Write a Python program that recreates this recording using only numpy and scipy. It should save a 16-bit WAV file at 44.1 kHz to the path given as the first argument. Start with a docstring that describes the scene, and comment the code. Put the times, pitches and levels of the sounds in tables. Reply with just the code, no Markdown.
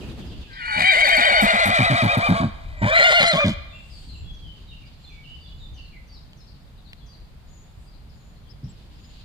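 """A horse close by whinnies in two phrases, echoed by woods. Two coupled oscillators in its larynx, a high
whistle and a lower voice, sound through throat and nose, throb eight times a second and break into chesty
grunts and wet splutters, sagging deeper and growing hoarser as the pitch falls.
A warbler, finches and a tit (gliding sines) sing over a low breeze in a quiet paddock, mostly after
the call, with two small ticks and dull thuds (noise bursts)."""
import sys
import numpy as np
from scipy import signal
from scipy.fft import rfft, irfft
from scipy.io import wavfile
from scipy.ndimage import uniform_filter1d, map_coordinates

SR = 44100
rng = np.random.default_rng(int(sys.argv[2]) if len(sys.argv) > 2 else 0)


def wav_out(sig):
    """Save sig, one row per channel (or a flat mono array), as 16-bit PCM at SR to the path in sys.argv[1]."""
    wavfile.write(sys.argv[1], SR, np.round(np.clip(np.atleast_2d(sig).T, -1, 1) * 32767).astype(np.int16))


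N = 407484
TIME = np.arange(N) / SR
SECOND_PHRASE_S = 2.815
SAG_FALL_S, SAG_RECOVER_S = .045, .062

# throbs: the pitch sags, the folds break into a grunt
# (time [s], grunt length [s], whistle sag [fraction], flap rate [Hz], grunt level [dB])
THROBS = [(0.757, 0.09, 0.032, 78, -35), (0.942, 0.027, 0.06, 220, -50), (1.057, 0.034, .075, 243, -47),
          (1.171, 0.038, 0.075, 265, -33.5), (1.303, 0.028, 0.069, 210, -40),
          (1.416, 0.034, .14, 208, -18.5), (1.527, 0.031, 0.11, 207, -28.5), (1.65, 0.059, 0.15, 100, -25),
          (1.784, 0.035, 0.13, 125, -17), (1.893, 0.055, 0.18, 129, -19), (2.018, 0.055, 0.23, 115, -18),
          (2.165, 0.027, 0.25, 128, -17.5), (2.282, 0.057, 0.18, 95, -15.5), (2.396, .078, 0.22, 76, -20.5),
          (2.811, 0.052, 0.096, 98, -18), (2.983, 0.027, 0.039, 138, -38.5), (3.095, 0.032, 0.04, 148, -45),
          (3.197, 0.05, 0.048, 72, -30), (3.327, 0.0396, 0.17, 164, -23.5),
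          (3.438, 0.068, 0.19, 85.4, -18.5)]


def from_db(db):
    return 10 ** (np.asarray(db) / 20)


def unit_rms(x):
    return x / np.sqrt(np.mean(x ** 2) + 1e-20)


def in_time(rows):
    """(time [s], value) rows, interpolated per sample."""
    return np.interp(TIME, *np.transpose(rows))


def per_bin(rows):
    """(frequency [Hz], value) rows, interpolated per FFT bin."""
    hz, value = np.transpose(rows)
    return np.interp(np.log(np.arange(N // 2 + 1) * SR / N + 1), np.log(hz), value)


def drift(rate_hz):
    """Smooth random wander, spread about 1."""
    knots, coarse = rng.standard_normal(N // 20), TIME[::10]
    return np.interp(TIME, coarse, map_coordinates(knots, [coarse * rate_hz], order=3, mode="wrap"))


def band(x, low_hz, high_hz, order=4):
    sos = signal.butter(order, [low_hz, min(high_hz, .45 * SR)], "band", fs=SR, output="sos")
    return signal.sosfilt(sos, x)


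def resonate(x, modes):
    """Parallel resonances of alternating sign."""
    out = 0
    for k, (hz, width_hz, db) in enumerate(modes):
        r = np.exp(-np.pi * width_hz / SR)
        b = np.array([1, 0, -1]) * (1 - r * r) / 2
        a = [1, -2 * r * np.cos(2 * np.pi * hz / SR), r * r]
        out = out + (-1) ** k * from_db(db) * signal.lfilter(b, a, x + 1e-18)
    return out


def bursts(rows, decay_s):
    """Noise with a sharp onset and exponential decay at each event."""
    kicks = np.zeros(N)
    for s, db in rows:
        kicks[int(s * SR)] = from_db(db)
    envelope = signal.lfilter([1], [1, -np.exp(-1 / (decay_s * SR))], kicks + 1e-18)
    return envelope * rng.standard_normal(N)


def swells(rows):
    """Gain curve of bell-shaped swells."""
    return sum(from_db(db) * np.exp(-((TIME - s) / width_s) ** 2) for s, width_s, db in rows)


def distant_air(level_db=-47.5):
    """Steady noise, alike on both sides in the bass only."""
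    # (frequency [Hz], relative density [dB])
    spectrum = [(25, 0), (55, -1), (90, -7), (150, -7), (230, -16), (350, -25), (780, -26), (1400, -31),
                (2400, -33.5), (3500, -33.5), (4700, -35), (5700, -44), (7000, -44), (9000, -47),
                (15000, -48)]
    # (frequency [Hz], left-right correlation [1])
    likeness = [(60, 0.72), (180, 0.91), (550, 0.27), (1650, 0.0034), (4970, -0.03), (15000, -0.04)]
    alike = np.clip(per_bin(likeness), 0, .98)
    mid, side = rfft(rng.standard_normal((2, N))) * from_db(per_bin(spectrum))
    air = irfft(np.sqrt(1 + alike) * mid + np.sqrt(1 - alike) * side * [[1], [-1]], N)
    return from_db(level_db) * unit_rms(band(air, 29, 19000, order=2))


def breeze(calm_db=-47.5):
    """Lumpy bass wind, low rustling and leaves, brief thin hisses."""
    # swells of each layer: (time [s], half width [s], level [dB])
    gusts = [(.2, 0.25, -42), (1.6, 0.82, -44), (2.7, 0.47, -40), (3.6, 0.1, -42.5), (4.25, 0.22, -37),
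             (5.7, 0.22, -43.5)]
    rustles = [(.08, 0.31, -35), (4.6, 0.25, -59.5), (8.8, 0.58, -58)]
    leaf_stirs = [(.2, 1, -53.5), (4.0, 0.24, -58.5), (5, 1, -59.5), (8.8, 0.18, -60.5), (9.18, 0.19, -57)]
    hisses = [(4.0, 0.17, -62.5), (7.84, 0.057, -68.5)]
    # (frequency [Hz], relative density [dB])
    leaf_spectrum = [(1000, -20), (2200, -9), (2800, 0), (4800, -1), (5600, -16), (7000, -13), (9000, -25),
                     (15000, -35)]

    def rumble(low_hz, high_hz):
        return band(rng.standard_normal(N) + .5 * rng.standard_normal((2, N)), low_hz, high_hz, order=2)

    lumps, stirs = from_db(2.5 * drift(22)), from_db(2 * drift(45))
    wind = unit_rms(rumble(24.5, 72.4) * lumps)
    low_rustle = unit_rms(rumble(42, 262.3) * stirs)
    low_rustle += .16 * unit_rms(band(rng.standard_normal((2, N)), 600, 2400, order=1) * stirs)
    leaf_noise = irfft(rfft(rng.standard_normal((2, N))) * from_db(per_bin(leaf_spectrum)), N)
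    leaves = unit_rms(leaf_noise * stirs)
    hiss = unit_rms(band(rng.standard_normal((2, N)), 7300, 8500, order=1))
    return ((from_db(calm_db) + swells(gusts)) * wind + swells(rustles) * low_rustle
            + swells(leaf_stirs) * leaves + swells(hisses) * hiss)


def add_note(out, s, hz, db, wobble_hz=36):
    """One bird note: an unsteady sine swells and fades along its pitch line."""
    at = int(max(s, 0) * SR)
    hz = hz[:N - at]
    progress = np.linspace(0, 1, len(hz))
    wobble = wobble_hz * np.interp(progress, np.linspace(0, 1, 30), rng.standard_normal(30))
    tone = np.sin(2 * np.pi * np.cumsum(hz + wobble) / SR)
    out[..., at:at + len(hz)] += from_db(db) * np.sin(np.pi * progress) * tone


def arch(top_hz, length_s, droop=.14):
    """Parabolic pitch line, up and down."""
    return top_hz * (1 - droop * np.linspace(-1, 1, int(length_s * SR)) ** 2)


def warbler(ease=2.1):
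    """Fluting slurs that move fast, then level out; one arched turn."""
    # (time [s], length [s], start [Hz], end [Hz], level [dB])
    slurs = [(0, 0.038, 3400, 2484, -43.5), (.08, 0.047, 4210, 2930, -62), (0.199, 0.046, 4000, 2500, -50),
             (0.29, 0.064, 3980, 2550, -52), (0.396, 0.069, 3913, 2450, -49),
             (3.681, 0.058, 3937, 3413, -49.5), (3.72, 0.059, 2543, 2790, -42.5),
             (3.893, 0.095, 5400, 4340, -47), (4.072, 0.051, 4950, 3920, -43.5),
             (4.131, 0.049, 3230, 2610, -48), (4.22, 0.16, 3360, 3326, -48), (4.407, 0.12, 3340, 3006, -47),
             (4.663, 0.062, 4060, 3650, -49.5), (4.699, 0.048, 3300, 2685, -45),
             (4.807, 0.04, 3100, 2260, -56), (5.036, 0.022, 4160, 4140, -46.5),
             (5.048, 0.037, 3730, 3435, -49), (5.087, 0.037, 2900, 2260, -50.5),
             (5.101, 0.13, 2270, 2250, -54), (5.228, 0.042, 3220, 2714, -46),
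             (5.4, 0.0404, 5040, 4480, -51.5), (5.415, 0.079, 3650, 3390, -51),
             (5.485, 0.026, 2980, 2916, -51.5), (5.575, 0.097, 4260, 3470, -48.5),
             (5.751, 0.066, 3250, 2710, -45.5), (5.8, 0.037, 4600, 4430, -54),
             (5.908, 0.079, 2705, 1974, -51.5), (6.083, 0.055, 4900, 4540, -49.5),
             (6.38, 0.04, 5400, 5200, -56), (6.475, 0.029, 4900, 4410, -56.5),
             (7.065, 0.073, 4950, 4590, -53)]
    # (time [s], length [s], top [Hz], level [dB])
    turns = [(5.255, .09, 3000, -44)]
    out = np.zeros(N)
    for s, length_s, start_hz, end_hz, db in slurs:
        remaining = np.linspace(1, 0, int(length_s * SR))
        add_note(out, s, end_hz + (start_hz - end_hz) * remaining ** ease, db)
    for s, length_s, top_hz, db in turns:
        add_note(out, s, arch(top_hz, length_s), db)
    return out


def finches():
    """Steep flicks from a near bird, faint random ones from farther birds."""
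    # (time [s], length [s], start [Hz], end [Hz], level [dB])
    flicks = [(.085, 0.034, 4300, 3010, -48), (0.198, .035, 3900, 2850, -46.5),
              (0.294, 0.033, 3900, 2840, -46), (0.404, 0.034, 3900, 2930, -46.5),
              (0.264, 0.024, 5400, 4430, -48), (0.359, 0.018, 4840, 4100, -51),
              (0.523, 0.021, 4670, 3500, -41), (0.528, 0.012, 4640, 5270, -42),
              (.557, 0.033, 3000, 3870, -45), (4.33, .03, 6900, 5170, -57), (4.368, .03, 5100, 3720, -57),
              (4.547, 0.025, 2680, 3010, -55), (4.931, 0.017, 4040, 4720, -53),
              (5.025, 0.018, 5700, 3900, -61), (5.09, 0.028, 6700, 5340, -63),
              (5.335, 0.021, 4350, 5300, -59), (5.47, .025, 4400, 3460, -51),
              (5.733, 0.034, 7000, 5330, -56), (5.771, 0.019, 5680, 3610, -48),
              (5.845, 0.023, 4530, 3870, -51), (5.903, .025, 4300, 4020, -57),
              (6.073, 0.013, 6800, 5140, -57), (6.116, 0.066, 5700, 4580, -54),
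              (6.14, 0.045, 4600, 3580, -50.5), (6.368, .018, 6900, 5300, -57),
              (6.397, 0.035, 4700, 3640, -56), (6.463, 0.031, 5700, 3840, -52),
              (6.534, 0.026, 4440, 3520, -62), (6.771, 0.022, 4480, 3300, -55.5),
              (6.844, 0.046, 4700, 3385, -53), (6.966, .035, 4500, 3870, -58),
              (7, 0.039, 3590, 3150, -56.5), (7.06, 0.017, 7100, 4960, -56),
              (7.12, 0.034, 4600, 3710, -55.5), (7.87, 0.023, 5000, 4550, -58),
              (7.931, 0.038, 3500, 5050, -64), (8.637, 0.012, 4700, 6100, -54.5),
              (8.95, 0.022, 5520, 4530, -59.5), (9.135, 0.019, 4940, 3800, -52),
              (9.19, 0.024, 4900, 3470, -50.5)]
    out = np.zeros(N)
    for s, length_s, start_hz, end_hz, db in flicks:
        add_note(out, s, np.geomspace(start_hz, end_hz, int(length_s * SR)), db)
    far_flicks = rng.uniform([3.6, .012, 3200, .08, -1, -70], [9.15, .03, 5000, .18, .5, -62], (70, 6))
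    for s, length_s, hz, span, direction, db in far_flicks:
        glide = np.sign(direction) * span * np.linspace(-1, 1, int(length_s * SR))
        add_note(out, s, hz * (1 + glide), db)
    return out


def woods(x, t60_s, onset_s, top_hz):
    """Trunks and leaves scatter a diffuse echo, different on each side."""
    t = TIME[:2 * SR]
    envelope = from_db(-60 * t / t60_s) * (1 - np.exp(-t / onset_s))
    scatter = band(rng.standard_normal((2, len(t))), 482.6, top_hz, order=3) * envelope
    scatter /= np.sqrt(np.sum(scatter ** 2) / 2)
    return signal.fftconvolve(x[None], scatter, axes=1)[:, :N]


def throbbing(depths, lag_s=.00494):
    """One bump per throb: quick onset, peak just after mid-grunt, slower recovery."""
    out = np.zeros(N)
    for (s, length_s, *_), depth in zip(THROBS, depths):
        peak_s = s + length_s / 2 + lag_s
        near = slice(int((peak_s - SAG_FALL_S) * SR), int((peak_s + SAG_RECOVER_S) * SR))
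        t = TIME[near] - peak_s
        out[near] += depth * np.cos(np.pi / 2 * t / np.where(t < 0, SAG_FALL_S, SAG_RECOVER_S)) ** 2
    return out


def voice_pitch(slide_s=.065, recover_s=.035, crack_hz=818):
    """The lower voice falls ever faster into a throb, then springs back or cracks upwards."""
    # starts high, settles: (time [s], pitch [Hz])
    contour = [(.68, 910), (.73, 827), (.77, 860), (.83, 691), (.885, 792), (.93, 718), (1.0, 686),
               (1.36, 698), (1.85, 730), (2.3, 689.3), (2.87, 589.8), (2.975, 699), (3.16, 705),
               (3.29, 680), (3.4, 638), (3.5, 630)]
    # (lowest point [s], drop [fraction], crack length [s])
    slides = [(.955, 0.28, 0.0013), (1.065, .25, 0.027), (1.168, .13, 0.038), (1.292, 0.24, 0.044),
              (1.397, 0.22, 0.028), (1.525, 0.17, .025), (1.644, 0.21, 0.021), (1.785, 0.23, 0.00047),
              (1.92, 0.24, 0.00082), (2.038, .24, 0.006), (2.175, .25, 0), (2.302, .24, 0),
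              (3.011, .24, 0.0036), (3.117, .25, 0.001), (3.215, .25, 0.026), (3.341, .2, 0.0037),
              (3.44, 0.16, 0.00073)]
    drop, cracked = np.zeros(N), np.zeros(N)
    for s, depth, crack_s in slides:
        drop += depth * np.interp(TIME, [s - slide_s, s, s + recover_s], [0, 1, 0]) ** 2
        cracked[int(s * SR):int((s + crack_s) * SR)] = 1
    hz = in_time(contour) * (1 - drop)
    return hz + uniform_filter1d(cracked, size=150) * (crack_hz - hz)


def rasp(whistle_hz, full_pitch_hz=1370, db_per_octave=18.5, db_per_grunt_s=152, spurt_db=1.8):
    """Spurting turbulence, louder at low pitch and in long grunts."""
    base_db = np.where(TIME < SECOND_PHRASE_S, -6.5, -11.5)
    throb_db = db_per_grunt_s * throbbing(np.array(THROBS)[:, 1])
    hoarse_db = db_per_octave * np.log2(full_pitch_hz / whistle_hz)
    turbulence = band(rng.standard_normal(N), 800, 11000, order=2)
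    return 3.2 * turbulence * from_db(base_db + throb_db + hoarse_db + spurt_db * drift(260))


def larynx(sag, jitter=.009, shiver_rad=.36, flutter=.79):
    """Two unsteady oscillators, their sum and difference tones, and rattling rasp."""
    # whistle between throbs, per phrase: (time [s], pitch [Hz])
    first_whistle = [(.48, 1666), (.51, 1575), (.58, 1562), (.62, 1420), (.68, 1476), (.74, 1462),
                     (.89, 1553), (1.03, 1568), (1.27, 1542), (1.39, 1512), (1.5, 1433), (1.755, 1334),
                     (1.87, 1289), (2.13, 1255), (2.25, 1201), (2.49, 1073)]
    second_whistle = [(2.8, 977), (2.87, 1047), (2.91, 1171), (2.97, 1404), (3.07, 1437), (3.17, 1446),
                      (3.25, 1381), (3.31, 1370), (3.36, 1286), (3.4, 1225), (3.54, 1080)]
    # unevenness of the folds: (time [s], roughness [1 = hoarse])
    roughness = [(.5, .4), (.7, .65), (.8, 1), (.89, .75), (.96, 1.05), (1.3, 1.05), (1.38, .8),
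                 (1.46, 1.45), (1.65, 1.35), (1.9, 1), (2.12, .85), (2.4, .85), (2.85, 1), (3.0, 1.1),
                 (3.06, .65), (3.11, 1.05), (3.17, .75), (3.22, 1.2), (3.26, .4), (3.305, .4), (3.33, 1.1),
                 (3.385, .4), (3.42, .4), (3.5, 1)]
    # (whistle multiple [1], voice multiple [1], first phrase [dB], second phrase [dB])
    partials = [(0, 1, -5, -5), (1, -1, -19, -16), (0, 2, -19, -19), (1, 0, -3, -2), (1, 1, -3, -5),
                (2, 0, -2.5, 0), (0, 3, -22, -22), (2, 1, -8, -17), (3, -1, -19, -22), (3, 0, -4, -4),
                (3, 1, -19, -19), (4, 0, -10, -14), (5, 0, -12, -14), (6, 0, -11, -13), (7, 0, -12, -16)]
    rough = in_time(roughness)
    whistle_hz = in_time(list(first_whistle) + list(second_whistle)) * (1 - sag)
    whistle_jitter = jitter * rough * (drift(600) + .45 * drift(110))
    voice_jitter = (1.4 * jitter * rough + .3 * sag) * drift(300)
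    whistle_phase = 2 * np.pi * np.cumsum(whistle_hz * (1 + whistle_jitter)) / SR
    voice_phase = 2 * np.pi * np.cumsum(voice_pitch() * (1 + voice_jitter)) / SR
    # full coupling needs full force and rough folds
    coupling = np.interp(TIME, [.69, .86], [.1, 1]) * np.clip(2.6 * rough - .6, 0, 1)
    flaps = np.cos(2 * np.pi * np.cumsum(140 * (1 + .3 * drift(90))) / SR)
    shiver = shiver_rad * rough * (drift(350) + .45 * flaps)
    tones = 0
    for m, n, first_db, second_db in partials:
        gain = from_db(np.where(TIME < SECOND_PHRASE_S, first_db, second_db))
        gain *= (1 + flutter * drift(60)) * (coupling if m and n else 1)
        phase = m * whistle_phase + n * voice_phase + np.sqrt(abs(m + n - 1)) * shiver
        tones = tones + gain * np.sin(phase)
    return tones + rough * (1 + .17 * flaps) * rasp(whistle_hz)


def nose(x, lower_width_hz=193.6, upper_hz=5610, upper_width_hz=290, block=256):
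    """Side cavities cut two notches; the lower is deep and moves with the nostrils."""
    # (time [s], centre [Hz])
    lower_notch = [(1.3, 2550), (1.9, 2670), (2.4, 2741), (2.9, 2603), (3.3, 2668), (3.42, 2750)]
    hz = in_time(lower_notch)
    out, state = np.zeros(N), np.zeros((2, 2))
    for i in range(0, N, block):
        b, a = signal.iirnotch(hz[i], hz[i] / lower_width_hz, SR)
        once, state[0] = signal.lfilter(b, a, x[i:i + block], zi=state[0])
        out[i:i + block], state[1] = signal.lfilter(b, a, once, zi=state[1])
    return signal.lfilter(*signal.iirnotch(upper_hz, upper_hz / upper_width_hz, SR), out)


def fold_chop(depth=.35):
    """Gain curve: the flapping folds chop the call in each throb."""
    s, _, _, rate_hz, _ = np.transpose(THROBS)
    phase = 2 * np.pi * np.cumsum(np.interp(TIME, s + SAG_RECOVER_S, rate_hz)) / SR
    return 1 + throbbing([depth] * len(s)) * np.cos(phase)


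def whinny(trims_db=(4, 2, 0, 3.5), losses_db_per_sag=(14, 24, 32, 38)):
    """Larynx through throat and nose; four bands swell over each phrase and dip with every sag."""
    # resonances per phrase, mouth wider in the second: (centre [Hz], width [Hz], gain [dB])
    throat = [(636, 220, 1.5), (1327, 250, -6), (1423, 57, -0.5), (1640, 65, 4), (1977, 127, 7.5),
              (2408, 120, 6.5), (2910, 326, -1), (3140, 210, 2.5), (3770, 347, 2.5), (4370, 80, -2.5),
              (4463, 91, 1), (5190, 220, -30), (5953, 59, -15), (6940, 166, -10.5), (7520, 820, -13.5),
              (8930, 177, -28), (9630, 1200, -34.5), (11360, 340, -20.5), (13000, 2500, -37)]
    wide_throat = [(580, 169, 1), (1080, 260, -10.5), (1437, 127, -9), (1656, 156, 0), (2015, 290, 3),
                   (2410, 53, 8), (2892, 210, 3.5), (3170, 226, 8.5), (3700, 187, 4), (4113, 143, 1.5),
                   (4840, 710, -4), (6236, 85, -4), (6700, 520, -10), (8265, 930, -15), (9196, 448, -19),
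                   (11060, 710, -15.5), (13300, 2900, -24)]
    # band levels between throbs, before trim: (time [s], voice [dB], whistle [dB], nasal [dB], bright [dB])
    first_levels = [(.47, -77.5, -64.5, -65, -72.5), (.51, -74, -50, -54, -60), (.59, -62.5, -43, -39, -52),
                    (.62, -54.5, -39.5, -34.5, -47), (.74, -38.5, -28, -27.5, -36),
                    (.78, -31.5, -31.5, -22.5, -31.5), (.88, -32, -32, -14, -24),
                    (1.39, -25.5, -23, -18, -24.5), (1.55, -27.5, -25, -17.5, -26.5),
                    (2.0, -28, -25.5, -22, -26.5), (2.27, -30, -27.5, -28, -30.5),
                    (2.44, -31, -29.5, -45, -36.5), (2.51, -71.5, -89, -74, -55.5)]
    second_levels = [(2.815, -53, -52.5, -43, -57.5), (2.82, -32, -34, -26.5, -43),
                     (2.91, -27.5, -24.5, -29, -31), (2.97, -26.5, -25, -11.5, -27.5),
                     (3.08, -26, -20.5, -14, -20), (3.3, -27.5, -30.5, -18, -24),
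                     (3.41, -25, -24, -44, -22), (3.49, -34.5, -38, -60, -29), (3.54, -81, -83, -68, -43.5)]
    s, *levels_db = np.transpose(list(first_levels) + list(second_levels))
    sag = throbbing(np.array(THROBS)[:, 2])
    source = larynx(sag)
    call = nose(np.where(TIME < SECOND_PHRASE_S, resonate(source, throat), resonate(source, wide_throat)))
    bands = [band(call, 450, 962), band(call, 1058, 1580), band(call, 1728, 2470),
             band(call, 1900, 21000, order=6)]
    out = 0
    for part, level_db, trim_db, loss in zip(bands, levels_db, trims_db, losses_db_per_sag):
        running_rms = np.sqrt(np.abs(uniform_filter1d(part ** 2, int(.022 * SR))) + 1e-12)
        phrase_db = np.interp(TIME, s, level_db, left=-120, right=-120)
        out = out + part / running_rms * from_db(phrase_db + trim_db - loss * sag)
    return out * fold_chop()


def grunts(puff_gain=.026, puff_s=.015):
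    """Uneven, slowing flaps of the folds thump the chest, each with a puff of air."""
    # resonances: (centre [Hz], width [Hz], gain [dB])
    chest = [(109, 27.8, 1), (201, 65, 0.5), (263, 230, -12.5)]
    out = np.zeros(N)
    for s, length_s, _, rate_hz, db in THROBS:
        start, size = int(s * SR), int((length_s + .048) * SR)
        flap_s = np.arange(.004, length_s, 1 / rate_hz)
        flap_s *= .9 + .1 * flap_s / length_s
        uneven_s = np.abs(flap_s + .0005 * rng.standard_normal(32)[:len(flap_s)])
        flaps = np.zeros(size)
        flaps[(uneven_s * SR).astype(int)] = np.sqrt(np.sin(np.pi * (flap_s / length_s) ** .589))
        puffs = signal.lfilter([1], [1, -np.exp(-1 / (puff_s * SR))], flaps)
        air = puff_gain * min(1, (110 / rate_hz) ** 2) * puffs * rng.standard_normal(SR)[:size]
        thump = band(resonate(flaps + air, chest), .63 * rate_hz, 374, order=2)
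        out[start:start + size] += from_db(db) * thump / np.sqrt(np.sum(thump ** 2) / (length_s * SR))
    return out


def spittle(flutter_hz=228, fade_db=7):
    """Lone wet clicks, and fading runs of them as the lips flutter."""
    # (time [s], level [dB])
    spits = [(1.072, -23), (1.0905, -20), (1.1685, -21.5)]
    # (time [s], length [s], level [dB])
    splutters = [(1.41, 0.049, -19), (1.657, 0.039, -19.5), (2.041, 0.018, -30), (2.174, 0.0201, -28),
                 (2.285, 0.023, -33)]
    runs = [(s + t + rng.normal(0, .0002), db - fade_db * t / length_s + rng.normal(0, 2))
            for s, length_s, db in splutters for t in np.arange(0, length_s, 1 / flutter_hz)]
    clicks = band(bursts(spits, decay_s=.0016), 4000, 15000, order=1)
    splutter = band(bursts(runs, decay_s=.0011), 7800, 13000, order=2)
    return from_db(-1) * clicks + splutter


def tit(arches_per_s=24, depth=.065):
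    """Thin trills, chains of small pitch arches, moving left."""
    # (time [s], length [s], pitch [Hz], level [dB], right-side cut [dB])
    trills = [(2.77, .09, 7300, -53, 0), (3.68, .18, 7300, -66, 0), (4.12, .14, 7330, -61, 0),
              (4.97, .15, 7300, -67, 3), (5.53, .18, 7150, -66, 5), (7.455, .22, 6850, -53, 17),
              (8.09, .29, 6900, -62, 15), (8.97, .2, 6900, -58, 15)]
    out = np.zeros((2, N))
    for s, length_s, hz, db, cut_db in trills:
        arches = np.abs(np.sin(np.pi * arches_per_s * TIME[:int(length_s * SR)])) - 2 / np.pi
        add_note(out, s, hz * (1 + depth * arches), db + np.array([[0], [-cut_db]]))
    return out


def thuds():
    """Dull bursts of bass noise."""
    # (time [s], relative level [dB])
    hits = [(4.068, -36.5), (8.63, -24.5), (8.685, -42)]
    return from_db(18.5) * band(bursts(hits, decay_s=.029), 79.4, 220)


def chips(length_s=.042):
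    """Short arched calls from the paddock's edge."""
    # (time [s], top [Hz], level [dB])
    calls = [(4.46, 4930, -58), (4.85, 4900, -51), (5.19, 4800, -73), (6.88, 4640, -51), (8.491, 5300, -52),
             (8.684, 7740, -55), (9.03, 5070, -52)]
    out = np.zeros(N)
    for s, top_hz, db in calls:
        add_note(out, s, arch(top_hz, length_s), db)
    return out


def ticks():
    """Sharp noise bursts with a brief ring."""
    # (time [s], relative level [dB])
    hits = [(6.332, -31), (6.9316, -18)]
    # (centre [Hz], width [Hz], gain [dB])
    modes = [(1340, 900, -7.5), (3150, 290, 8.5), (4580, 260, 3.5), (7550, 1800, -18)]
    return 1.2 * resonate(bursts(hits, decay_s=.001), modes)


def from_the_right(x):
    """Sound reaches the right side first; lead and shading shrink as the listener turns to the horse."""
    # (time [s], right-side lead [ms])
    lead = [(.6, 0.44), (1.2, 0.41), (1.8, 0.34), (2.4, 0.3), (2.8, 0.28), (3.5, 0.17)]
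    # (frequency [Hz], left minus right [dB])
    shading = [(300, 0), (640, -4), (850, 4), (1200, 0.6), (2200, 6.5), (2700, 2.5), (4000, 7), (5500, 9.5),
               (7500, 21), (8800, 17.5), (10200, -26), (13000, 0.5)]
    half_db, lead_ms = per_bin(shading) / 2, in_time(lead)
    spectrum = rfft(x) / np.sqrt((from_db(half_db) ** 2 + from_db(-half_db) ** 2) / 2)
    aside = lead_ms / lead_ms.max()
    left, right = (x + aside * (irfft(spectrum * from_db(side * half_db), N) - x) for side in (1, -1))
    late_left = map_coordinates(left, [np.arange(N) - lead_ms * SR / 1000], order=3)
    return np.array([late_left, right])


def birds():
    """Trees scatter the warbler and finches; the tit is drier, the chips dry."""
    # birds shift as the listener turns: (time [s], left minus right [dB])
    warbler_pan = [(.3, -5), (4, 3), (4.6, -2), (5.7, -2.5), (6.3, 0)]
    finch_pan = [(.5, 1.5), (5.2, 1.8), (8.5, 22), (9.2, 2.8)]
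    far, near, trills = warbler(), finches(), tit()
    far = .56 * far + .76 * woods(far, t60_s=.54, onset_s=.003, top_hz=5500)
    near = .54 * near + .54 * woods(near, t60_s=.5, onset_s=.002, top_hz=7000) + .62 * chips()
    trills = .75 * trills + .5 * woods(trills.mean(axis=0), t60_s=.5, onset_s=.002, top_hz=9000)
    sides = np.array([[.5], [-.5]])
    far *= from_db(sides * in_time(warbler_pan))
    near *= from_db(sides * in_time(finch_pan))
    return far + near + trills


def scene():
    horse = whinny() + grunts() + spittle()
    direct = from_the_right(horse + ticks() + thuds())
    echo = from_db(-18) * woods(horse, t60_s=.87, onset_s=.0021, top_hz=5460)
    return direct + echo + birds() + distant_air() + breeze()


def record(dry):
    """Soft peak limit, steep treble cut."""
    ceiling, cutoff_hz = .85, 15350
    rounded = dry / (1 + (dry / ceiling) ** 6) ** (1 / 6)
    return signal.sosfilt(signal.ellip(10, .1, 80, cutoff_hz, fs=SR, output="sos"), rounded)


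dry = scene()
out = record(dry)
wav_out(out)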